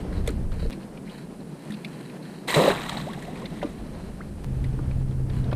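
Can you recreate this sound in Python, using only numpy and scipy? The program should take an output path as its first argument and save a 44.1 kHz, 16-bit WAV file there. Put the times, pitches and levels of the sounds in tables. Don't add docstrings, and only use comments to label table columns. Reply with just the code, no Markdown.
import sys
import numpy as np
from scipy import signal
from scipy.io import wavfile

SR = 44100
rng = np.random.default_rng(int(sys.argv[2]) if len(sys.argv) > 2 else 0)


def wav_record(signal):
    frames = np.transpose(np.atleast_2d(signal))
    bounded = np.clip(frames, -1, 1)
    quanta = np.round(bounded * 32767).astype(np.int16)
    wavfile.write(sys.argv[1], SR, quanta)


def volts(x):
    e = np.asarray(x, float) / 20
    return 10 ** e


N = 245009

# (time [s], level [dB])
WIND_LEVELS = [
    [(0, -31), (.3, -25.5), (.58, -30.5), (.7, -25)],
    [(.71, -38), (.75, -51), (1.4, -55.5), (1.7, -63), (2.3, -62), (2.7, -43.5), (3.45, -46), (3.59, -49),
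     (3.64, -39), (4.44, -38.5)],
    [(4.45, -36), (4.52, -30), (4.9, -28.5), (5.56, -30.5)],
]
# (frequency [Hz], relative level [dB])
WIND_COLOUR = [(12, -61), (20, 4.5), (81, 2.5), (296, -23), (327, -25), (366, -21), (400, -46), (520, -40),
               (880, -120)]
GUST_DB, GUST_HZ = 2, 7.1
# (time [s], level [dB])
SEA_LEVELS = [(0, -33.5), (.4, -37), (1.5, -38.5), (2.4, -37), (2.66, -34), (3.3, -35), (4.3, -38),
              (4.9, -37.5), (5.15, -38.5), (5.56, -33)]
# (frequency [Hz], relative level [dB])
SEA_COLOUR = [(53, -23), (90, -47), (128, 2), (195, 1), (268, -6), (345, -8), (437, -11), (1050, -24),
              (1160, -26.5), (4020, -40), (5000, -41.5), (6500, -47), (11000, -120)]
WASH_CUT_HZ = 135.8
# (frequency [Hz], relative level [dB])
HISS_COLOUR = [(1470, -24), (2500, -31), (4110, 1), (6550, 1.5), (8660, 7.5), (10300, 6), (14700, -8.5),
               (15600, -28), (16000, -68)]
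HISS_DB = -62.5

# (start [s], length [s], peak rub level [dB], peak scrape level [dB])
STROKES = [(0, 0.027, -46.5, -62), (.11, 0.14, -51.5, -58), (0.228, 0.17, -53.5, -63),
           (0.503, 0.11, -52.5, -62), (0.576, 0.14, -50, -55.5), (0.696, 0.1, -53.5, -60),
           (0.792, 0.09, -58, -64), (1.046, 0.27, -52.5, -60.5), (1.3, 0.5, -61.5, -69),
           (1.58, 0.36, -52.5, -62.5), (1.795, 0.49, -51, -63), (2.21, 0.28, -52, -57.5),
           (3.62, 0.91, -57.5, -66.5), (4.3, 1, -59, -74), (4.904, 0.51, -66, -78), (5.312, .15, -50, -62)]
# (frequency [Hz], relative level [dB])
RUSTLE_COLOUR = [(590, -14.5), (1000, -1.5), (1150, -8.5), (1450, -5.5), (1760, -2), (2000, -6.5),
                 (3140, -8.5), (3890, -12.5), (5290, -24.5), (8710, -18), (15000, -31.5)]
STROKE_PEAK = 0.64
SCRAPE_HZ, SCRAPE_Q = 3940, 5.1

# (time [s], peak level [dB], favoured pitch [Hz], ring time factor [times])
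KNOCKS = [(.05, -31, 424, 1), (0.109, -29.5, 430, 1.5), (0.277, -19.5, 473, 0.96), (.3, -21.5, 350, 0.87),
          (0.627, -26.5, 454, 0.91), (.653, -27, 458, 1.1), (.777, -26, 210, 0.61), (1.701, -24.5, 210, 2),
          (3.628, -17.5, 717, 1.4), (3.645, -19, 265, 0.63), (4.79, -27.5, 320, 0.66),
          (4.79, -34.5, 1020, 0.57), (5.198, -35, 460, 0.56), (5.517, -40, 1100, 0.46),
          (5.532, -23.5, 298, .6), (5.528, -19, 750, 0.45)]
# (frequency [Hz], relative level [dB], time to fade by 60 dB [s])
HULL_MODES = [(210, 2.7, 0.097), (293, 4, 0.082), (366, -5, 0.12), (460, -3, 0.082), (575, 1, 0.046),
              (750, -13.5, 0.045), (970, -4.5, 0.033), (1195, -10, 0.12), (1430, -1, .04)]

# (time [s], low band level [dB], low band pitch [Hz], high band level [dB], top treble level [dB])
TICKS = [(0.1255, -36.5, 1530, -47, -56), (0.263, -45, 2200, -42, -48), (0.2738, -28.5, 2130, -28, -28),
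         (0.2873, -32, 1430, -33, -39), (.302, -44, 2100, -47, -41), (0.5167, -42, 1310, -46, -55),
         (0.713, -42, 2900, -46, -56), (.7254, -38, 2520, -35, -48), (0.829, -46, 2640, -56, -60),
         (.971, -41, 2660, -54, -58), (1.074, -43, 2200, -56, -58), (1.094, -42, 3150, -57, -58),
         (1.6503, -57, 1390, -50, -51), (1.704, -38, 1820, -45, -44), (1.72, -42.5, 1460, -35, -44),
         (1.738, -40, 2870, -36, -54), (1.846, -30, 2550, -30, -44), (2.096, -40, 2450, -44, -60),
         (2.252, -45, 1610, -46, -61), (2.698, -25, 2100, -34, -46), (2.7786, -29, 2080, -47, -47),
         (2.9143, -31, 1890, -34, -42), (3.1092, -45, 1470, -38, -54), (3.1313, -38, 1790, -34, -43),
         (3.2227, -39, 1740, -42, -44), (3.3553, -40, 2250, -46, -51), (3.3936, -51, 1750, -49, -59),
         (3.446, -46, 1500, -46, -58), (3.455, -36, 2270, -32, -56), (3.616, -33.5, 1900, -46, -56),
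         (3.626, -34.5, 3040, -56, -52), (3.654, -44, 2300, -48, -58), (4.6403, -36.5, 2100, -41, -47),
         (4.9096, -41.5, 2400, -49, -61), (5.1094, -52, 1300, -47, -63), (5.297, -38, 1800, -38.5, -53),
         (5.4404, -46, 1680, -43, -58), (5.512, -41, 2930, -50, -60), (5.5155, -33.5, 1500, -49, -58),
         (5.527, -37.5, 2390, -37, -50)]
TICK_HIGH_HZ, TICK_RISE_S = 3600, 0.0019
TICK_T60_S, TICK_HIGH_T60_S = 0.047, 0.033

# (time [s], peak level [dB])
JOIN_CLICKS = [(0.7073, -24), (4.4447, -24)]

# (time [s], spray level [dB], gulp level [dB], rise [s], time to fade by 60 dB [s])
SLAPS = [(2.472, -22.5, -28.5, 0.0088, 0.46), (2.54, -16.5, -23, 0.0028, 0.077)]
# (frequency [Hz], relative level [dB])
SPRAY_COLOUR = [(530, -37), (900, -1.5), (1130, -5.5), (1470, -13.5), (1950, -2.5), (2450, -10.5),
                (3510, -11), (3960, -6), (4520, -18.5), (5820, -23), (8660, -17), (10000, -27),
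                (12300, -26.5), (14700, -30), (16000, -55)]
ROAR_PATCHY_DB, DROPS_PATCHY_DB = 1.5, 4
OPEN_S, SHUT_S, OPENING_S, COLLAPSE_DB_PER_S = 2.556, 2.705, 0.0067, 303
CAVITY_DB, CAVITY_SINK_DB_PER_S, ROAR_DB = -17, 38, -29.5
# (frequency [Hz], relative level [dB])
CAVITY_COLOUR = [(120, -54), (200, 4.5), (226, -14), (586, -4.5), (701, -10), (748, -6.5), (805, -12.5),
                 (1400, -21), (1820, -46), (3080, -120)]
# (time [s], level before onset and fade [dB], start pitch [Hz], rise [octaves], time to fade by 60 dB [s])
BUBBLES = [(2.566, -12, 150, .1, .12), (2.588, -13, 480, .1, .06), (2.619, -14, 450, .45, .06),
           (2.677, -9, 540, .1, .045), (2.702, -16, 380, .1, .05), (2.971, -26, 3750, .2, .018),
           (3.068, -28, 500, 1.05, .11), (3.175, -34, 750, .2, .04), (3.281, -29.5, 650, .2, .05),
           (3.42, -36, 1000, .1, .04), (3.43, -33, 430, .5, .08), (4.206, -33, 1100, .85, .04)]
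# (time [s], spray level [dB], bubbling level [dB])
FALLBACK = [(2.7, -34.5, -27), (2.8, -39.5, -38), (2.98, -39.5, -39.5), (3.1, -48, -56),
            (3.3, -51.5, -59.5), (3.7, -53, -63), (3.85, -63, -62)]

# (multiple [times], relative level [dB])
ENGINE_ORDERS = [(.5, -17), (1, 1.5), (1.5, -16), (2, -18.5)]
ENGINE_FROM_S, FIRING_HZ, ENGINE_DB, NEARING_DB_PER_S = 4.445, 130.3, -33.5, 4
EASE_S, SAG_HZ_PER_S = 5.45, 50


def evened(x):
    return x / np.sqrt(np.mean(x ** 2) + 1e-20)


def after(s):
    return np.maximum(np.arange(N) / SR - s, 0)


def level(tables, column=1):
    t = np.minimum(np.arange(N) / SR, 5.52)
    gain = np.zeros(N)
    for table in tables:
        rows = np.array(table)
        gain += volts(np.interp(t, rows[:, 0], rows[:, column], -150, -150))
    return gain


def add(mix, s, sound):
    part = mix[round(s * SR):][:len(sound)]
    part += sound[:len(part)]


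def coloured(x, colour):
    hz, db = np.transpose(colour)
    grid_hz = np.fft.rfftfreq(16384, 1 / SR)
    log_gain = np.log(volts(np.interp(np.log(grid_hz + 1), np.log(hz), db)))
    log_gain = np.r_[log_gain, log_gain[-2:0:-1]]
    spectrum = np.exp(np.conj(signal.hilbert(log_gain)))
    taps = np.fft.ifft(spectrum).real[:8192]
    return evened(signal.oaconvolve(x, taps)[:N])


def lumps(hz):
    return evened(signal.lfilter(*signal.butter(2, hz, fs=SR), rng.standard_normal(N)))


def crackle(per_s, spread_db):
    size = volts(spread_db * np.minimum(rng.exponential(1, N), 4))
    sign = rng.choice([-1., 1.], N)
    happens = rng.random(N) < per_s / SR
    return evened(size * sign * happens)


def peaked(x, hz, q):
    return signal.lfilter(*signal.iirpeak(hz, q, SR), x)


def bubble(hz, rise, t60):
    t = np.arange(0, t60, 1 / SR)
    octaves = rise * np.minimum(t / (0.26 * t60), 1.1)
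    turns = np.cumsum(hz * 2 ** octaves) / SR
    onset = 1 - np.exp(-t * hz / 0.4)
    fade = volts(-60 * (t / t60) ** 1.31)
    return onset * fade * np.sin(2 * np.pi * turns)


def swarm(low_hz, high_hz, per_s, rise, turns, tilt):
    total = np.zeros(N)
    for hz in np.geomspace(low_hz, high_hz, num=16):
        one_size = signal.oaconvolve(crackle(per_s, 2.63), bubble(hz, rise, turns / hz))[:N]
        total += one_size * (hz / low_hz) ** tilt
    return evened(total)


def wind():
    buffet_db = 0.99 * lumps(18) + GUST_DB * lumps(GUST_HZ)
    return level(WIND_LEVELS) * coloured(rng.standard_normal(N) * volts(buffet_db), WIND_COLOUR)


def sea_wash():
    wash = coloured(rng.standard_normal(N), SEA_COLOUR)
    bass = signal.lfilter(*signal.butter(2, 600, fs=SR), wash)
    treble = wash - bass
    wash = bass * volts(0.71 * lumps(14.7)) + treble * volts(1.6 * lumps(10.7))
    bass_cut = signal.butter(8, WASH_CUT_HZ, "highpass", fs=SR, output="sos")
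    return level([SEA_LEVELS]) * signal.sosfilt(bass_cut, wash)


def microphone_hiss():
    return volts(HISS_DB) * coloured(rng.standard_normal(N), HISS_COLOUR)


def rustle():
    slips = crackle(2000, 4.7) * volts(1.7 * lumps(27)) + 0.92 * rng.standard_normal(N)
    swells = []
    for start, length, *_ in STROKES:
        progress = np.minimum(after(start) / length, 1)
        swells.append(np.sin(np.pi * progress ** STROKE_PEAK) ** 2)
    power = volts(np.transpose(STROKES)[2:]) ** 2 @ np.array(swells)
    rub_gain, scrape_gain = np.sqrt(power)
    scrape = evened(peaked(peaked(slips, SCRAPE_HZ, SCRAPE_Q), SCRAPE_HZ, SCRAPE_Q))
    flutter = volts(2.9 * lumps(25))
    return rub_gain * coloured(slips, RUSTLE_COLOUR) + scrape_gain * flutter * scrape


def knocks():
    out, t = np.zeros(N), np.arange(6000) / SR
    for s, db, near_hz, ring_factor in KNOCKS:
        ring = np.zeros(len(t))
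        for hz, mode_db, t60 in HULL_MODES:
            away_db = 23.2 * abs(np.log2(hz / near_hz))
            fade_db = 60 * t / t60 / ring_factor
            ring += volts(mode_db - away_db - fade_db) * np.sin(2 * np.pi * (hz * t + rng.random()))
        ring *= 1 - np.exp(-t / 0.00072)
        add(out, s, volts(db) * ring / abs(ring).max())
    return out


def ticks():
    out, t = np.zeros(N), np.arange(6000) / SR
    fizz_band = signal.butter(2, [5500, 10500], "bandpass", fs=SR)
    rise = 1 - np.exp(-(t / TICK_RISE_S) ** 2)
    for s, low_db, low_hz, high_db, top_db in TICKS:
        noise = rng.standard_normal(len(t))
        low = evened(peaked(peaked(noise, low_hz, 2.5), low_hz, 3.5))
        high = evened(peaked(peaked(noise, TICK_HIGH_HZ, 2.5), TICK_HIGH_HZ, 3.5))
        top = evened(signal.lfilter(*fizz_band, noise))
        burst = volts(low_db - 60 * t / TICK_T60_S) * low
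        burst += volts(-60 * t / TICK_HIGH_T60_S) * (volts(high_db) * high + volts(top_db) * top)
        add(out, s, burst * rise)
    return out


def join_clicks():
    out, t = np.zeros(N), np.arange(200) / SR
    for s, db in JOIN_CLICKS:
        add(out, s, volts(db) * np.exp(-t / 0.00038))
    return out


def slap_gain(column):
    gain = np.zeros(N)
    for row in SLAPS:
        s, _, _, rise, t60 = row
        gain += volts(row[column]) * (1 - np.exp(-(after(s) / rise) ** 2)) * volts(-60 * after(s) / t60)
    return gain


def cavity_gain():
    return np.minimum(after(OPEN_S) / OPENING_S, 1) * volts(-COLLAPSE_DB_PER_S * after(SHUT_S))


def spray():
    patchy_db = np.where(after(SHUT_S) > 0, DROPS_PATCHY_DB, ROAR_PATCHY_DB)
    spatter = swarm(995, 13560, per_s=150, rise=0.24, turns=13.4, tilt=0.95)
    drops = (1.04 * spatter + 0.43 * crackle(1700, 1.3)) * volts(patchy_db * lumps(47))
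    drops += 1.26 * rng.standard_normal(N)
    gain = slap_gain(column=1) + volts(ROAR_DB) * cavity_gain()
    return np.maximum(gain, level([FALLBACK])) * coloured(drops, SPRAY_COLOUR)


def gurgling_cavity():
    churn = swarm(222, 1320, per_s=240, rise=0.13, turns=11.0, tilt=0.9)
    open_gain = cavity_gain() * volts(CAVITY_DB - CAVITY_SINK_DB_PER_S * after(OPEN_S))
    return (slap_gain(column=2) + open_gain) * coloured(churn, CAVITY_COLOUR)


def single_bubbles():
    out = np.zeros(N)
    for s, db, hz, rise, t60 in BUBBLES:
        add(out, s, volts(db) * bubble(hz, rise, t60))
    return out


def trapped_bubbles():
    return level([FALLBACK], column=2) * swarm(587, 3650, per_s=50, rise=0.11, turns=11.0, tilt=-0.29)


def engine():
    turns = np.cumsum(FIRING_HZ - SAG_HZ_PER_S * after(EASE_S)) / SR
    tone = np.zeros(N)
    for multiple, db in ENGINE_ORDERS:
        tone += volts(db + 2.8 * lumps(16)) * np.sin(2 * np.pi * multiple * turns)
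    t = after(ENGINE_FROM_S)
    fade_in = np.minimum(t / 0.048, 1)
    return np.sqrt(2) * fade_in * volts(ENGINE_DB + NEARING_DB_PER_S * t) * tone


def scene():
    mix = wind() + sea_wash() + microphone_hiss()
    mix += rustle() + knocks() + ticks() + join_clicks()
    mix += spray() + gurgling_cavity() + single_bubbles() + trapped_bubbles()
    mix += engine()
    return np.tile(mix, (2, 1))


def top_cut(x):
    return signal.sosfilt(signal.butter(12, 16430, fs=SR, output="sos"), x)


def record(dry):
    top = signal.oaconvolve(dry[0], signal.firwin(255, 11500, pass_zero=False, fs=SR), "same")
    side = (.65 * lumps(150) - .17) * top
    stereo = dry + np.array([side, -side])
    treble_cut = signal.firwin(255, 15500, fs=SR)[None]
    mix = signal.oaconvolve(stereo, treble_cut, "same")
    return top_cut(mix)


dry = scene()
out = record(dry)
wav_record(out)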